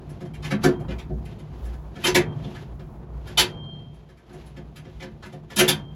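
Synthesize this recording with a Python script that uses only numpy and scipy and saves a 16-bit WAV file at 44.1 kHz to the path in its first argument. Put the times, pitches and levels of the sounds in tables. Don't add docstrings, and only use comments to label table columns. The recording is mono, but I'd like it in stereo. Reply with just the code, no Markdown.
import sys
import numpy as np
from scipy import signal
from scipy.fft import rfft, irfft, next_fast_len
from scipy.io import wavfile
from scipy.ndimage import uniform_filter1d

SR = 44100
rng = np.random.default_rng(int(sys.argv[2]) if len(sys.argv) > 2 else 0)


def to_wav(sig):
    pcm = np.clip(np.atleast_2d(sig), -1, 1) * 32767
    pcm = np.round(pcm).astype(np.int16)
    wavfile.write(sys.argv[1], SR, pcm.T)


N = 262395

# [t/s, floor rumble level/dB, panel drumming level/dB, murmur level/dB]
WORK = [(0.0, -47, -40, -50.5), (0.36, -52, -39.5, -53), (0.71, -41.5, -31.5, -41.5),
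        (1.04, -41.5, -39, -51.5), (1.37, -45, -38, -51.5), (1.76, -39, -45, -49.5),
        (1.99, -44, -43, -51.5), (2.22, -52.5, -30.5, -42.5), (2.73, -42, -41.5, -51.5),
        (3.2, -42.5, -42.5, -50), (3.56, -60, -38.5, -47.5), (3.84, -56, -39.5, -57), (4.14, -55, -55, -61),
        (4.37, -48.5, -52, -52), (4.54, -47, -45.5, -55.5), (5.55, -53.5, -46.5, -56),
        (5.7, -49.5, -35.5, -43), (5.95, -49.5, -43.5, -56)]
# [f/Hz, level/dB]
RUMBLE = [(12, -87.5), (27, -26), (40, -7.5), (50, 3), (60, 16), (70, -9), (80, -29), (95, -54.5)]
# [f/Hz, width/Hz, level/dB]
DRUMMING = [(108, 69, -4), (149.7, 14, 2.5), (190, 69, -17.5), (232, 65, -14.5), (354.7, 18, -16.5),
            (430, 56, -18.5), (683, 37, -16.5)]
# [f/Hz, level/dB]
MURMUR = [(250, -3), (355, 4.5), (420, -1), (700, -3), (930, -4), (1300, -12), (2500, -27.5), (5000, -65)]
# [f/Hz, level/dB]
RUSTLE = [(600, -35.5), (1500, 5.5), (3200, 5.5), (5000, -3), (7500, -11.5), (10500, -14), (13000, -15),
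          (16500, -42.5)]
# [loudest moment t/s, level/dB, length/s]
RUBS = [(0.133, -64, 0.31), (0.49, -46, 0.11), (0.633, -40, .03), (0.687, -45, 0.1), (1.315, -57, 0.12),
        (1.558, -64, 0.37), (1.707, -60, 0.1), (2.02, -52, 0.15), (2.079, -30.5, 0.082), (2.48, -52, .25),
        (2.607, -55.5, 0.11), (3.31, -53, 0.17), (3.448, -41.5, 0.1), (3.813, -79, 0.051),
        (3.972, -72, 0.093), (4.412, -58.5, 0.27), (4.925, -62.5, 0.34), (5.3, -64, 0.18),
        (5.53, -48, 0.047), (5.67, -33.5, 0.14)]
RUSTLE_REST_DB, RUB_DROP_DB = -68, 12.5

# [t/s, blow level/dB, brightest pitch f/Hz, treble level/dB, panel boom level/dB, boom pitch f/Hz]
KNOCKS = [(0.0934, -47.5, 1546, 17, -41.5, 136), (0.204, -41.5, 1610, -7, -32, 157),
          (0.2488, -49, 2140, 0, -41, 155), (0.3364, -40, 2350, 0, -63, 246),
          (0.425, -38.5, 2020, -10, -62, 147), (0.443, -31, 2330, -4, -39, 180),
          (0.507, -22, 1660, -11, -19, 207), (0.6379, -16.5, 1450, -3, -9, 316),
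          (0.7985, -47, 2530, 7, -33.5, 155), (0.8832, -39.5, 2100, -30, -29, 158),
          (0.9053, -35, 2160, -16, -34.5, 171), (0.9857, -39, 2200, -8, -52, 147),
          (1.0935, -55, 1650, -32, -25, 164), (1.2514, -42.5, 2460, 6, -56.5, 154),
          (1.3096, -55, 2470, -7, -59, 145), (1.3875, -49.5, 2900, 2, -45.5, 179),
          (1.65, -45.5, 1530, 6, -40, 126), (1.7302, -52.5, 1550, 0, -49.5, 183),
          (1.955, -40, 1730, -14, -33, 129), (2.0407, -10.5, 2680, 4.5, -23.5, 440),
          (2.0648, -17.5, 6360, -1, -19.5, 360), (2.1479, -10.5, 2000, -0.5, -13.5, 384),
          (2.44, -47, 3270, -27, -31.5, 217), (2.547, -37, 1910, -10, -57, 131),
          (2.796, -41.5, 1570, -18.5, -41, 150), (3.2709, -39.5, 1530, 1, -41.5, 144),
          (3.3758, -7.5, 3730, 2.5, -27.5, 584), (3.3905, -9, 3800, 7, -22.5, 393),
          (3.9392, -56, 3210, 14, -63, 130), (4.0887, -52, 1570, -5, -47, 150.3),
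          (4.1727, -53.5, 1750, 0, -65, 191), (4.289, -46.5, 1620, -5.5, -45.5, 129),
          (4.3295, -48.5, 1650, 7, -37, 167), (4.4614, -52, 3340, 19, -48.5, 211),
          (4.564, -44.5, 1780, -13, -37, 145.7), (4.7594, -38.5, 2430, 3.5, -52, 146.5),
          (4.846, -49.5, 1730, -27, -38, 367), (5, -42, 2170, -13, -36, 149),
          (5.022, -36.5, 1780, -13, -33.5, 186), (5.2259, -38, 1670, -16, -62, 160.5),
          (5.25, -38.5, 2140, 0, -39, 146), (5.324, -44, 1660, -4, -32, 129),
          (5.501, -39, 1570, -8, -38.5, 438), (5.5627, -13.5, 3320, 17, -25, 180),
          (5.5868, -6, 2470, 7.5, -23.5, 160), (5.5998, -17, 1920, -28, -13.5, 504),
          (5.681, -9.5, 3840, 8.5, -23.5, 268)]
# [f/Hz, level/dB, t60/s]
TUBES = [(981, -10, 0.056), (1167, -8, 0.021), (1560, -6.5, .035), (1700, -5, 0.033), (2104, -5.5, 0.025),
         (2164, -8.5, 0.034), (2570, 1, 0.014), (2750, -6, 0.027), (3190, -10, 0.063), (3130, -17, 0.038),
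         (3733, 2, 0.0088), (3827, 0.5, 0.013), (4050, -27.5, .03), (4390, -16.5, .025),
         (6306, -14.5, 0.014), (7400, -30, 0.0074), (10600, -13.5, 0.013)]
# [f/Hz, level/dB, t60/s]
PANELS = [(152.5, -12.5, 0.13), (205, -12, 0.13), (270.4, -8.5, 0.083), (361.3, -5, 0.12),
          (444, -11.5, 0.097), (524.6, -1, 0.065), (644, -9.5, 0.096), (718, -10, 0.099)]
# [f/Hz, level/dB]
CRACK = [(150, -23.5), (500, -4), (1000, 3.5), (1800, -6.5), (3500, 2.5), (6000, -6), (9000, -7.5),
         (12000, -11.5), (16500, -28)]
RATTLE_S = .0065
CRACK_DB, BRIGHT_OCTAVES = 8.5, 0.5
BOOM_RISE_S = 0.019

# [f/Hz, t60/s]
CABIN = [(150, 0.48), (400, 0.19), (1040, 0.23), (2760, 0.16), (7280, 0.12), (14000, 0.1)]
CABIN_DB = 2

# [loudest moment t/s, level/dB, rms flicker/dB]
RINGS = [(0.76, -65, 4), (2.28, -59, 4), (3.716, -47, 0.5), (5.86, -58.5, 3.5)]
# [f/Hz, level/dB]
RING_MODES = [(3182, 2.5), (3215, -16), (4200, -29)]
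RING_SWELL_DB_PER_S, RING_FADE_DB_PER_S = 41.5, 102

# [f/Hz, likeness from 0 to 1]
SAME = [(60, 1), (150, 0.98), (300, 0.77), (600, 0.15), (1200, 0.09), (5500, 0.11), (7600, 1),
        (16000, 0.73)]
# [f/Hz, level/dB]
LEFT = [(60, -1), (250, -2.5), (1000, 1.5), (4000, -0.5), (10000, -0.5)]
# [f/Hz, phase/turns]
LEAD = [(0, 0), (650, .25), (6300, 1), (15700, 3), (22050, 4.35)]
MIC_LOW_HZ, EDGE_HZ = 28.4, 16600


def gain_of(db):
    return 10 ** (np.asarray(db) / 20)


def evened(x):
    return x / np.sqrt(np.mean(x ** 2) + 1e-20)


def read(points, hz):
    f, value = np.transpose(points)
    return np.interp(np.log(hz + 1), np.log(f + 1), value)


def coloured(x, points):
    size = x.shape[-1]
    hz = np.fft.rfftfreq(size, 1 / SR)
    return irfft(rfft(x) * gain_of(read(points, hz)), size)


def smooth_noise(width):
    return evened(uniform_filter1d(rng.standard_normal(N), width))


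def modes(table, seconds):
    hz, db, t60 = np.transpose(table)[:, :, None]
    t = np.arange(round(seconds * SR)) / SR
    return gain_of(db - 60 * t / t60) * np.sin(2 * np.pi * hz * t)


def floor_rumble(noise):
    sway = gain_of(2.5 + 3.7 * smooth_noise(6000))
    return sway * evened(coloured(noise, RUMBLE))


def panel_drumming(noise):
    hz = np.fft.rfftfreq(N, 1 / SR)
    resonance = sum(gain_of(db) / (1 + ((hz - f) / (width / 2)) ** 2) for f, width, db in DRUMMING)
    return evened(irfft(rfft(noise) * resonance, N))


def rustle(noise, clumps):
    t = np.arange(N) / SR
    level = gain_of(RUSTLE_REST_DB)
    for s, db, length in RUBS:
        level = level + gain_of(db - RUB_DROP_DB * abs(2 * (t - s) / length) ** 1.4)
    grains = gain_of(1.1 * rng.exponential(1, (2, N)))
    return level * evened(coloured(noise * grains * clumps, RUSTLE))


def work():
    s, *columns = np.transpose(WORK)
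    t = np.arange(N) / SR
    rumble_gain, drumming_gain, murmur_gain = (gain_of(np.interp(t, s, c)) for c in columns)
    for_floor, for_panels, for_murmur, for_rustle = rng.standard_normal((4, 2, N))
    clumps = gain_of(1.4 * smooth_noise(900))
    rubbing = rustle(for_rustle, clumps)
    rumble = rumble_gain * floor_rumble(for_floor)
    drumming = drumming_gain * panel_drumming(for_panels)
    murmur = np.sqrt(2) * murmur_gain * evened(coloured(for_murmur * clumps, MURMUR))
    return rumble + drumming + murmur + rubbing


def blow_tone(f, hz, treble_db):
    high = 1 / (1 + (7000 / (f + 1)) ** 4)
    hump = 0.59 + np.exp(-(np.log2(f / hz + 1e-9) / BRIGHT_OCTAVES) ** 2)
    return hump * (1 - high) + gain_of(treble_db) * high


def panel_boom(boom_hz):
    near = .5 + np.exp(-(np.log2(np.transpose(PANELS)[0] / boom_hz) / 0.39) ** 2)
    signs = rng.choice([-1, 1], len(PANELS))
    varied = PANELS * rng.uniform([.98, 1, .8], [1.02, 1, 1.2], (len(PANELS), 3))
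    boom = (near * signs) @ modes(varied, .4)
    t = np.arange(len(boom)) / SR
    return boom * (1 - np.exp(-(t / BOOM_RISE_S) ** 2))


def knocks():
    size = 4096
    tubes, out = modes(TUBES, .2), np.zeros(N + SR)
    tube_hz, bins = np.transpose(TUBES)[0], np.fft.rfftfreq(size, 1 / SR)
    u = np.arange(size) / SR / RATTLE_S
    for s, db, hz, treble_db, boom_db, boom_hz in KNOCKS:
        noise = rng.standard_normal(size)
        strengths = gain_of(3.7 * rng.exponential(1, size))
        impacts = noise * strengths * u * np.exp(-u)
        crack_tone = blow_tone(bins, hz, treble_db) * gain_of(read(CRACK, bins))
        crack = irfft(rfft(impacts) * crack_tone)

        share = blow_tone(tube_hz, hz, treble_db) * rng.uniform(0.81, 1.2, len(tube_hz))
        alternating = (-1) ** np.arange(len(share))
        ring = signal.fftconvolve(impacts, (share * alternating) @ tubes)

        boom = panel_boom(boom_hz)
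        sound = gain_of(boom_db) * boom / abs(boom).max()
        sound[:len(ring)] += gain_of(db) * ring / abs(ring).max()
        sound[:size] += gain_of(db + CRACK_DB) * crack / abs(crack).max()
        at = max(round((s - .55 * RATTLE_S) * SR), 0)
        out[at:at + len(sound)] += sound
    return out[:N]


def reflections():
    taps = np.zeros((2, SR // 2))
    at = np.arange(60, SR // 2 - 20, 10) + rng.integers(0, 10, (2, SR // 20 - 8))
    np.put_along_axis(taps, at, rng.choice([-1., 1.], at.shape), 1)
    hz, t, z = signal.stft(taps, SR, nperseg=256)
    decay = gain_of(-60 * t / read(CABIN, hz)[:, None])
    tail = signal.istft(z * decay, SR, nperseg=256)[1]
    return tail / np.linalg.norm(tail, axis=1, keepdims=True)


def cabin(x):
    out = np.zeros((2, N))
    turn = 2 * np.pi * 3.1 * np.arange(N) / SR
    for k in range(3):
        window = np.sqrt(2 / 3) * np.cos(turn + 2 * np.pi * k / 3)
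        out += signal.fftconvolve(x * window, reflections(), axes=1)[:, :N]
    return out


def ring_level():
    t = np.arange(N) / SR
    flicker = evened(uniform_filter1d(uniform_filter1d(rng.standard_normal(N), 400), 400))
    level = np.zeros(N)
    for s, db, flicker_db in RINGS:
        fall_db = np.logaddexp(RING_SWELL_DB_PER_S * (s - t), RING_FADE_DB_PER_S * (t - s))
        start = max(k[0] for k in KNOCKS if k[0] < s)
        level += gain_of(db + flicker_db * flicker - fall_db) * (t > start)
    return level


def rings():
    out, t = np.zeros((2, N)), np.arange(N) / SR
    level = ring_level()
    for hz, part_db in RING_MODES:
        drift = 0.0013 * np.cumsum(rng.standard_normal(N))
        broken_db = -.2 * part_db * smooth_noise(700)
        partial = np.sin(2 * np.pi * hz * t + drift)
        out += np.sqrt(2) * gain_of(part_db + broken_db) * level * partial
    return out


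def scene():
    blows = knocks()
    direct = np.array([blows, np.roll(blows, -11)])
    return 0.46 * direct + gain_of(CABIN_DB) * cabin(direct) + rings() + work()


def record(dry):
    size = next_fast_len(N + 4096)
    hz = np.fft.rfftfreq(size, 1 / SR)
    left, right = rfft(dry, size)
    same = np.clip(read(SAME, hz), 0, 1)
    lead = np.exp(2j * np.pi * np.interp(hz, *np.transpose(LEAD)))
    shared = same * lead * left
    own = np.sqrt(1 - same ** 2) * right
    tilt = gain_of(read(LEFT, hz) / 2)
    low_cut = 1 / (1 + (MIC_LOW_HZ / (hz + 1)) ** 6)
    spectra = np.array([left * tilt, (shared + own) / tilt]) * low_cut
    ports = irfft(spectra, size)[:, :N]
    squashed = np.tanh(ports) * 1.13
    band_limit = signal.firwin(511, EDGE_HZ, window=("kaiser", 9), fs=SR)
    return signal.oaconvolve(squashed, band_limit[None], "same")


dry = scene()
out = record(dry)
to_wav(out)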